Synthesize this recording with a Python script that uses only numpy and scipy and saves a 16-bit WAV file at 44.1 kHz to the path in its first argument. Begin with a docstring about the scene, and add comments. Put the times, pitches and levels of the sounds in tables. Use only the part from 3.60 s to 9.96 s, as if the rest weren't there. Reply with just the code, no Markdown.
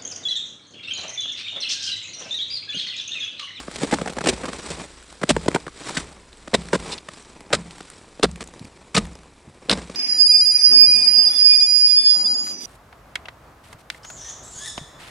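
"""A hatchet chops at the ice of a frozen lake, in the open air, heard by one close microphone.
Each chop is a run of brittle fractures that sets the floating sheet droning in its low modes;
chips skitter down afterwards. Boots and blade crunch through the snow crust, and loose snow and
a jacket rustle by friction between the blows. The sheet heaves on the water, which gulps now and then."""
import sys
import numpy as np
from scipy import signal
from scipy.fft import rfft, irfft
from scipy.io import wavfile
from scipy.ndimage import uniform_filter1d

SR = 44100
rng = np.random.default_rng(int(sys.argv[2]) if len(sys.argv) > 2 else 0)


def master_out(mix):
    """Clip the mix to full scale and print it as 16-bit PCM to the path in sys.argv[1]."""
    frames = np.transpose(np.atleast_2d(mix))
    ceiling = np.clip(frames, -1, 1)
    pcm = np.round(ceiling * 32767).astype(np.int16)
    wavfile.write(sys.argv[1], SR, pcm)


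N = 280410
TIME = np.arange(N) / SR

# stamps and chops that shake the sheet and throw up snow: (time [s], drone [dB], heave [dB], spray [dB])
BLOWS = [(0.339, -42, -44, -53), (0.691, -50, -40, -31), (1.078, -54.5, -42, -40), (1.706, -34, -32, -53),
         (2.379, -67, -44.5, -35.5), (2.941, -35.5, -40, -38), (3.141, -43, -39, -57),
         (3.936, -35.5, -43.5, -37.5), (4.638, -35, -34.5, -45), (5.378, -36.5, -34.5, -37),
         (6.13, -40, -39, -36)]
# movement of boots and jacket: (time [s], snow [dB], rustle [dB])
STIR = [(0, -36, -34), (.1, -47, -48.5), (.3, -37.5, -37.5), (.55, -38.5, -43.5), (.9, -36.5, -40.5),
        (1.04, -40, -39.5), (1.3, -50.5, -47), (1.6, -49.5, -47), (1.94, -37, -39.5), (2.12, -55, -58),
        (2.8, -52, -52.5), (3.2, -37.5, -40), (3.44, -49.5, -51.5), (3.56, -47.5, -44.5),
        (3.85, -47, -54.5), (4.25, -49.5, -46.5), (4.48, -50, -53), (4.9, -46.5, -51.5),
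        (5.85, -52.5, -59.5), (6.05, -46, -53.5), (6.36, -45, -43)]


def from_db(db):
    """Decibels to amplitude ratio."""
    return 10 ** (np.asarray(db) / 20)


def unit_rms(x):
    """Normalise to rms 1."""
    return x / np.sqrt(np.mean(x ** 2) + 1e-20)


def in_time(rows):
    """Interpolate each level column linearly to every sample."""
    times, *columns = np.transpose(rows)
    return [np.interp(TIME, times, column) for column in columns]


def butter(x, hz, kind, order=2):
    """Causal Butterworth filter."""
    sections = signal.butter(order, np.clip(hz, 10, .45 * SR), kind, fs=SR, output="sos")
    return signal.sosfilt(sections, x + 1e-18)


def add(out, s, sound):
    """Superpose a sound from s seconds on."""
    at = max(round(s * SR), 0)
    out[at:at + len(sound)] += sound[:max(N - at, 0)]


def coloured(x, spectrum):
    """Spectral shaping by (frequency [Hz], level [dB]) points, with steep skirts; rms 1."""
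    hz, db = np.transpose(spectrum)
    log_hz = np.log(np.arange(N // 2 + 1) * SR / N + 1)
    beyond = np.abs(log_hz - np.clip(log_hz, np.log(hz[0]), np.log(hz[-1])))
    gain = from_db(np.interp(log_hz, np.log(hz), db) - 58 * beyond)
    return unit_rms(irfft(rfft(x) * gain, N))


def grains(size, per_s, spread_db):
    """Shot noise: a Poisson train of clicks, many small and a few large."""
    out, chance = np.zeros(size), rng.random(size) * SR / per_s
    at = np.flatnonzero(chance < 1)
    out[at] = (-1.) ** at * from_db(spread_db * np.minimum(-np.log(chance[at] + 1e-12), 3.5))
    return out


def struck(modes, t, attack_s):
    """Free vibration: a sum of damped modes, excited a little differently by every blow."""
    waves = 0
    for hz, db, t60 in modes:
        decay = from_db(db + rng.standard_normal() - 60 * t / t60)
        waves = waves + decay * np.sin(2 * np.pi * (hz * t + rng.random()))
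    return waves * (1 - np.exp(-t / attack_s))


def rumble(hz, width_hz):
    """Narrow-band noise divided by its running rms, which evens out its level."""
    band = butter(rng.standard_normal(N + SR), [hz - width_hz / 2, hz + width_hz / 2], "band")[SR:]
    return band / np.sqrt(np.abs(uniform_filter1d(band ** 2, size=SR // 12)) + 1e-20)


def air():
    """Ambient noise of the open air, strongest at the lowest frequencies."""
    spectrum = [(20, -15), (28, 11.5), (40, -14), (100, -2.5), (300, -31), (1000, -16), (4000, -25.5),
                (11000, -28.5)]  # noise floor: (frequency [Hz], spectral level [dB])
    return from_db(-57) * coloured(rng.standard_normal(N), spectrum)


def hum(end_s=3.15, fade_s=.1):
    """Noise in a very narrow band is heard as a faint low hum; it stops halfway."""
    return from_db(-56.5) * np.clip((end_s - TIME) / fade_s, 0, 1) * rumble(hz=55.56, width_hz=2.3)


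def heave(tread_db=-12, attack_s=0.0068, hold_s=0.049, fall_db_per_s=106):
    """Damped oscillation of the sheet on the water, driven by blows and a little by shifting boots."""
    power = from_db(in_time(STIR)[0] + tread_db) ** 2
    for s, _, heave_db, _ in BLOWS:
        t = np.maximum(TIME - s, 0)
        decay = from_db(heave_db - fall_db_per_s * np.maximum(t - hold_s, 0))
        power += (decay * (1 - np.exp(-t / attack_s))) ** 2
    return np.sqrt(power) * (rumble(hz=59.3, width_hz=11) + from_db(-7) * rumble(hz=79.5, width_hz=19))


def snow_gains(stop_db_per_s=483, settle_db_per_s=80, spray_hiss_db=-5.5):
    """Incoherent sources add in power: stirring, blade drags and spray give the gains of snow and hiss."""
    # the blade drags through snow: (end time [s], swell [dB/s], snow [dB], hiss [dB])
    drags = [(.24, 108.5, -31, -29.5), (1.14, 70, -42.5, -37.5), (1.238, 35, -36.5, -39.5),
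             (2.312, 116, -34, -32.5), (2.398, 65.5, -35, -31.5), (3.338, 116, -32, -33)]
    power = from_db(in_time(STIR)) ** 2
    for end, swell_db_per_s, snow_db, hiss_db in drags:
        shape_db = np.minimum(swell_db_per_s * (TIME - end), stop_db_per_s * (end - TIME))
        power += np.outer(from_db([snow_db, hiss_db]), from_db(np.maximum(shape_db, -100))) ** 2
    for s, _, _, spray_db in BLOWS:
        settling = (TIME > s) * from_db(spray_db - settle_db_per_s * np.abs(TIME - s))
        power += np.outer(from_db([0, spray_hiss_db]), settling) ** 2
    return np.sqrt(power)


def crystals(per_s=500, t60_cycles=120, sizes=14):
    """Ice crystals snap off and ring, each size at its own natural frequency; rms 1."""
    out = 0
    for hz in np.geomspace(5000, 10200, sizes) * rng.uniform(.95, 1.05, sizes):
        r, w = from_db(-60 * hz / (t60_cycles * SR)), 2 * np.pi * hz / SR
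        snaps = grains(N, per_s / sizes, spread_db=1.1)
        out = out + signal.lfilter([np.sin(w)], [1, -2 * r * np.cos(w), r * r], snaps + 1e-18)
    return unit_rms(out)


def stirring(clumps_per_s=110, trim_db=-2.5):
    """Friction noise: loose snow shifts in soft lumps; fabric and crystals rub with a glittering hiss."""
    snow_spectrum = [(125, 1), (180, 3), (300, 4), (450, 2.5), (700, -2.5), (1000, -2), (1500, -16.5),
                     (2400, -8)]  # soft lumps: (frequency [Hz], spectral level [dB])
    rustle_spectrum = [(1100, 5), (1700, 3.5), (2800, 0), (3900, 3), (5200, -2), (6400, -6.5), (8000, 0.5),
                       (9600, -8.5), (11500, -17.5)]  # fabric and crystals: (frequency [Hz], spectral level [dB])
    snow_gain, rustle_gain = snow_gains()
    lumps = unit_rms(grains(N, per_s=500, spread_db=4.05)) + 0.79 * rng.standard_normal(N)
    friction = unit_rms(grains(N, per_s=1600, spread_db=2.6)) + 0.85 * rng.standard_normal(N)
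    glitter = friction + 0.6 * crystals()
    clumps = unit_rms(np.interp(TIME * clumps_per_s, np.arange(4000), rng.standard_normal(4000)))
    snow = snow_gain * from_db(trim_db + 2.34 * clumps) * coloured(lumps, snow_spectrum)
    rustle = rustle_gain * from_db(trim_db + 1.9 * clumps) * coloured(glitter, rustle_spectrum)
    return snow + rustle


def inner_echo(x, piece_hz, reflection=0.17):
    """Comb filtering: a crack reflects to and fro inside the piece, giving it brittle overtones."""
    loop = np.zeros(round(2 * SR / piece_hz) + 1)
    loop[0], loop[-1] = 1, -reflection
    return signal.lfilter([1], loop, x)


def ice_colour(x, detune=0.0083):
    """Resonances and antiresonances of blade and ice, a little different at every spot."""
    resonances = [(466, 33, 2.5), (1150, 600, -2.5), (2620, 1100, 0), (3660, 480, 1), (6550, 320, -4),
                  (8070, 2300, 8)]  # peaks and dips: (frequency [Hz], bandwidth [Hz], gain [dB])
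    for hz, width_hz, db in resonances:
        w = 2 * np.pi * hz * (1 + detune * rng.standard_normal()) / SR
        half, g = np.pi * width_hz / SR, from_db(db / 2)
        numerator = [1 + half * g, -2 * np.cos(w), 1 - half * g]
        denominator = [1 + half / g, -2 * np.cos(w), 1 - half / g]
        x = signal.lfilter(numerator, denominator, x)
    return x


def fractures(rows, per_s, spread_db, snap, rise_s, fade_s, hollow, dull_hz, trim_db):
    """Acoustic emission: a first snap, micro-cracks while the split runs, then a quick crumbling away."""
    # thump, knock and crack bands; splinters lie above: (lower edge [Hz], upper edge [Hz])
    bands = [(152, 319), (345, 692), (920, 1830)]
    # the surface bends before it splits, so each of the four bands starts early: (lead [s])
    leads = [0.000044, 0.00179, 0.002236, 0.00038]
    out, t = np.zeros(N), TIME[:SR // 16]
    for s, length, piece_hz, *levels in rows:
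        jerks = from_db(2.5 * np.interp(t, np.arange(50) * .0015, rng.standard_normal(50)))
        running = np.exp(-np.maximum(t - length, 0) / fade_s) * (1 - np.exp(-t / rise_s)) * jerks
        for k, level_db in enumerate(levels):
            cracks = unit_rms(grains(len(t), per_s, spread_db) * running)
            cracks[SR // 2000] += snap * np.sqrt(len(t)) * (-1) ** k
            cracks = ice_colour(inner_echo(cracks, piece_hz))
            if k < len(bands):
                band = butter(cracks, bands[k], "band")
            else:
                splinters = butter(cracks, bands[-1][1], "high")
                band = butter(butter(splinters, dull_hz, "low", order=1), 7830, "low")
            if k == 2:  # the broken piece rings hollow for a few cycles
                ring = butter(cracks, [piece_hz * .9, piece_hz * 1.1], "band", order=1)
                band = unit_rms(band) + hollow * unit_rms(ring)
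            gain = np.sqrt(length / t[-1]) * from_db(level_db + trim_db[k])
            add(out, s - leads[k], unit_rms(band) * gain)
    return out


def small_crunches(count=45, length_s=0.0036, spread_db=6.5):
    """Random failure of bits of crust, denser and louder the harder the boots stir; rows for crust()."""
    snow_db = in_time(STIR)[0]
    activity = np.cumsum(from_db(snow_db))
    at = np.searchsorted(activity, activity[-1] * rng.random(count))
    levels = snow_db[at] + spread_db * rng.uniform(-1.3, 1, count)
    return [(s, length_s, db - 5, db - 10, db - 10) for s, db in zip(TIME[at], levels)]


def crust(piece_hz=1046, spread_octaves=0.24):
    """Compressive failure: packed snow gives with a thud and a coarse crunch, each piece at its pitch."""
    # crust under boots and blade: (time [s], duration [s], thud [dB], crack [dB], splinter [dB])
    crunches = [(0.082, 0.0013, -23, -28.5, -51), (0.159, 0.007, -38.5, -58, -28),
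                (.185, 0.0043, -38, -52, -32), (0.219, 0.01, -27, -44, -36), (0.233, 0.0023, -14, -42, -21),
                (0.245, 0.0063, -24.5, -39, -42.5), (0.313, .01, -36, -32, -27.5),
                (0.327, .014, -18, -23, -29.5), (0.339, 0.0082, -22.5, -20, -23),
                (0.388, 0.0017, -25.5, -24, -38.5), (0.397, 0.0056, -32, -39.5, -46),
                (0.415, 0.0043, -22, -30.5, -30), (0.461, 0.0037, -27, -26, -37.5),
                (0.477, 0.0093, -32, -27.5, -31.5), (0.497, 0.01, -32.5, -38, -34),
                (0.569, 0.0055, -26.5, -35.5, -39), (0.586, 0.0026, -24, -23, -25.5),
                (0.61, 0.0071, -28.5, -29, -33), (0.641, 0.009, -24.5, -33, -28),
                (.728, 0.0068, -28, -42, -39), (0.837, 0.014, -30, -33, -51.5),
                (0.856, 0.0064, -32.5, -31, -30.5), (0.885, 0.0076, -28, -31, -32.5),
                (0.932, 0.0022, -40, -28, -27.5), (1.104, 0.021, -33.5, -52, -31.5),
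                (1.616, 0.0098, -31, -38, -39), (1.634, 0.0017, -38, -20, -31.5),
                (1.637, 0.0016, -12.5, -15.5, -25), (1.689, 0.0019, -29, -53, -54),
                (1.767, 0.002, -12.5, -17.5, -31), (1.861, 0.0032, -22, -37, -34),
                (1.883, 0.0039, -11, -18, -18.5), (1.917, 0.00092, -29, -25.5, -42),
                (1.962, 0.0049, -24, -16.5, -48), (2.068, 0.002, -27.5, -29, -40),
                (2.082, 0.0035, -36.5, -29.5, -51), (2.294, .0025, -43, -25.5, -28),
                (2.877, 0.0042, -32.5, -37, -35.5), (2.935, 0.0019, -15, -32, -51),
                (3.488, 0.0029, -32.5, -30, -33.5), (3.906, 0.024, -38.5, -40.5, -60.5),
                (4.207, .0024, -34, -33, -34.5), (4.597, 0.0019, -27, -40, -38),
                (4.646, 0.01, -27, -23, -30), (4.808, 0.02, -37.5, -39.5, -33.5),
                (6.0878, 0.004, -26.5, -46, -45), (6.175, 0.021, -35, -40, -38.5),
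                (6.298, 0.0016, -26, -38, -33.5)]
    rows = [(s, length, piece_hz * 2 ** (spread_octaves * rng.standard_normal()), thud, thud, *grit)
            for s, length, thud, *grit in crunches + small_crunches()]
    return fractures(rows, per_s=3600, spread_db=5.0, snap=0.63, rise_s=0.00026, fade_s=0.0016,
                     hollow=1.7, dull_hz=2300, trim_db=[-0.95, -1.2, 1.0, -2.2])


def snow_scatter(x, level_db=-28, build_s=0.018, t60_s=.09):
    """Diffuse reflection: the rough snow field returns only a faint short tail."""
    t = TIME[:SR // 3]
    tail = rng.standard_normal(len(t)) * from_db(-60 * t / t60_s) * (1 - np.exp(-t / build_s))
    return from_db(level_db) * signal.fftconvolve(x, tail / np.linalg.norm(tail))[:N]


def chips(half_width_hz=300, rise_s=0.00032, fade_s=0.0014, rebound=0.12):
    """Inelastic impact: each chip lands with a tiny crunch, rings at its own pitch and bounces once."""
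    large_chips = [(.113, -24, 950), (.985, -27, 4850), (1.426, -30, 1730), (2.19, -32, 1300),
                   (0.534, -22, 1010), (1.526, -28, 1040), (2.436, -36, 1440), (2.526, -33, 955),
                   (3.035, -30, 1060), (3.055, -28, 915), (3.0858, -24, 2100), (3.19, -32, 1390),
                   (3.806, -28, 1000), (4.108, -28, 3050), (4.182, -29, 960), (4.3005, -24.5, 8340),
                   (4.713, -27, 7330), (4.758, -27.5, 2220), (4.839, -29, 7600), (4.874, -27, 6900),
                   (4.9374, -30, 1110), (4.9938, -29, 4160), (5.453, -24.5, 1000), (5.5528, -30.5, 5100),
                   (5.633, -35, 930)]  # landings: (time [s], level [dB], pitch [Hz])
    crumbs = [(s + rng.uniform(.08, .5), rng.uniform(-39, -33), rng.uniform(1000, 8300))
              for s, *_ in BLOWS for _ in range(3)]  # smaller chips thrown by every blow
    out, t = np.zeros(N), TIME[:SR // 50]
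    for s, level_db, hz in large_chips + crumbs:
        for delay, share in [(0, 1), (rng.uniform(0.0021, 0.019), rebound)]:
            touch = rng.standard_normal(len(t)) * np.exp(-t / fade_s) * (1 - np.exp(-t / rise_s))
            clatter = unit_rms(butter(touch, [700, 8000], "band", order=1))
            ring = unit_rms(butter(touch, [hz - half_width_hz, hz + half_width_hz], "band", order=1))
            tick = clatter + from_db(1) * ring
            add(out, s + delay, share * tick / np.abs(tick).max() * from_db(level_db - 1))
    return out


def knocks(t60_cycles=17.6):
    """A hard blow excites one damped mode of the ice around it, whose pitch changes with the spot."""
    booms = [(0.33, 277, -8.5), (0.687, 379, -7), (1.704, 610, -12), (2.943, 460, -8), (3.134, 190, -15),
             (3.933, 590, -8.5), (4.637, 423, -3.5), (5.378, 205, -10), (6.126, 204, -14)]  # hollow knocks of ice over water: (time [s], pitch [Hz], level [dB])
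    out = np.zeros(N)
    for s, hz, level_db in booms:
        add(out, s, struck([(hz, level_db, t60_cycles / hz)], TIME[:SR // 8], attack_s=0.00089))
    return out


def ice_sheet():
    """Plate vibration: the floating sheet drones in its low modes after each blow."""
    modes = [(87, -10, .3), (137.6, 2, 0.26), (167.4, 3.5, 0.66), (180.6, 0.5, 0.56), (211, 4.5, 0.37),
             (235, -4, 0.24)]  # sheet resonances: (frequency [Hz], level [dB], t60 [s])
    out = np.zeros(N)
    for s, drone_db, _, _ in BLOWS:
        add(out, s, from_db(drone_db + 1) * struck(modes, TIME[:SR // 2], attack_s=0.0026))
    return out


def hatchet():
    """Brittle fracture: hard ice splits under the blade in dense bright bursts."""
    # splits: (time [s], duration [s], piece pitch [Hz], thump [dB], knock [dB], crack [dB], splinter [dB])
    bites = [(0.66, 0.002, 2150, -14.5, -34, -18.5, -26), (0.671, 0.0039, 1840, -17, -14, -18.5, -18.5),
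             (0.685, 0.012, 1600, -25.5, -23.5, -44, -17), (1.691, 0.0062, 2000, -17.5, -20, -50, -15),
             (1.702, 0.0067, 1860, -13.5, -15.5, -17.5, -16.5),
             (1.947, 0.0023, 960, -11.5, -15.5, -19.5, -20), (2.369, 0.012, 1520, -26, -49, -24.5, -25),
             (2.9405, 0.011, 1910, -18.5, -16.5, -18.5, -21.5),
             (3.131, 0.0034, 950, -14.5, -14.5, -15, -23), (3.141, 0.017, 1000, -26, -22.5, -26, -29.5),
             (3.9295, 0.0062, 1310, -25, -20, -15, -17.5), (3.941, 0.012, 1430, -29, -32, -28, -23),
             (4.631, 0.0024, 1370, -17, -12, -12, -13), (4.639, 0.00087, 1200, -11, -5.5, -31, -17),
             (5.346, 0.011, 2300, -22.5, -29.5, -23.5, -20.5),
             (5.3655, 0.011, 1220, -23.5, -22.5, -22.5, -24), (5.376, 0.0069, 1250, -24, -21, -21.5, -17.5),
             (6.096, 0.0055, 1220, -29, -33, -24, -30), (6.105, 0.0015, 1350, -14, -19, -19.5, -18),
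             (6.113, 0.0054, 1890, -26, -24.5, -28, -26), (6.125, 0.011, 1940, -38, -25.5, -26.5, -31)]
    return fractures(bites, per_s=8000, spread_db=2.0, snap=0.018, rise_s=0.00058, fade_s=0.0043,
                     hollow=0.92, dull_hz=2830, trim_db=[0.1, 0.6, 0.22, 1.0])


def steel(fade_s=0.00068):
    """Forced vibration: the hatchet head rings while it rubs on the ice, which damps it at once."""
    clinks = [(2.938, 0.014, -18.5), (3.317, 0.024, -30), (3.379, 0.0073, -33.5), (3.928, 0.0086, -18.5),
              (4.628, 0.017, -19), (5.364, 0.0076, -15.5), (6.0958, 0.0013, -5), (6.112, 0.0041, -12),
              (6.126, 0.0074, -20.5), (6.348, 0.0023, -33)]  # steel meeting or scraping hard ice: (time [s], duration [s], level [dB])
    modes = [(2980, -5, 0.011), (3670, 2, .016), (3990, 4, 0.013), (4360, -2, 0.021), (4960, -1, 0.012),
             (5100, -17, 0.011), (8500, -11, 0.013)]  # head resonances: (frequency [Hz], level [dB], t60 [s])
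    out, t = np.zeros(N), TIME[:SR // 10]
    for s, length, level_db in clinks:
        rub = rng.standard_normal(len(t)) * np.exp(-np.maximum(t - length, 0) / fade_s)
        clink = 0
        for hz, mode_db, t60 in modes:
            r, w = from_db(-60 / (t60 * SR)), 2 * np.pi * hz / SR
            ring = signal.lfilter([1], [1, -2 * r * np.cos(w), r * r], rub + 1e-18)
            clink = clink + from_db(mode_db + 2 * rng.standard_normal()) * unit_rms(ring)
        add(out, s, unit_rms(clink) * np.sqrt(length / t[-1]) * from_db(level_db))
    return out


def slab():
    """Modal ringing: the slab beside the hole answers the deepest chops with a short hollow note."""
    deep_chops = [(3.935, -11.5), (4.634, -29), (5.375, -11)]  # blows that reach the slab: (time [s], level [dB])
    modes = [(1240, 2, 0.041), (1360, -13, 0.019), (2150, -13, 0.013), (2950, -12, 0.027)]  # slab resonances: (frequency [Hz], level [dB], t60 [s])
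    out = np.zeros(N)
    for s, level_db in deep_chops:
        add(out, s, from_db(level_db) * struck(modes, TIME[:SR // 16], attack_s=0.00099))
    return out


def gulps(band_hz=(84, 215), fade_s=0.0096):
    """Pressure pulses: water knocks dully against the underside of the ice."""
    surges = [(5.004, 0.013, -33.5), (5.042, 0.012, -38.5), (5.871, 0.025, -42.5)]  # pushes of water: (time [s], duration [s], level [dB])
    out, t = np.zeros(N), TIME[:SR // 8]
    for s, length, level_db in surges:
        push = rng.standard_normal(len(t)) * np.exp(-np.maximum(t - length, 0) / fade_s)
        add(out, s, unit_rms(butter(push, band_hz, "band")) * np.sqrt(length / t[-1]) * from_db(level_db))
    return out


def scene():
    """Superposition at one microphone, centred; faint side noise follows the envelope of the treble."""
    impacts = hatchet() + knocks() + steel() + crust()
    mono = air() + impacts + snow_scatter(impacts)
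    mono += ice_sheet() + slab() + heave() + gulps() + chips() + stirring() + hum()
    envelope = np.sqrt(np.abs(uniform_filter1d(butter(mono, 840, "high") ** 2, size=SR // 100)))
    side = from_db(-24.5) * envelope * unit_rms(butter(rng.standard_normal(N), 11000, "low", order=1))
    return np.array([mono + side, mono - side])


def record(dry, cutoff_hz=11300, ceiling=.72):
    """Soft saturation rounds the loudest peaks; low-pass filters before and after it cut the top."""
    heard = butter(dry, cutoff_hz, "low", order=8)
    rounded = heard / (1 + (heard / ceiling) ** 4) ** (1 / 4)
    return butter(rounded, cutoff_hz, "low", order=24)


dry = scene()
out = record(dry)
master_out(out)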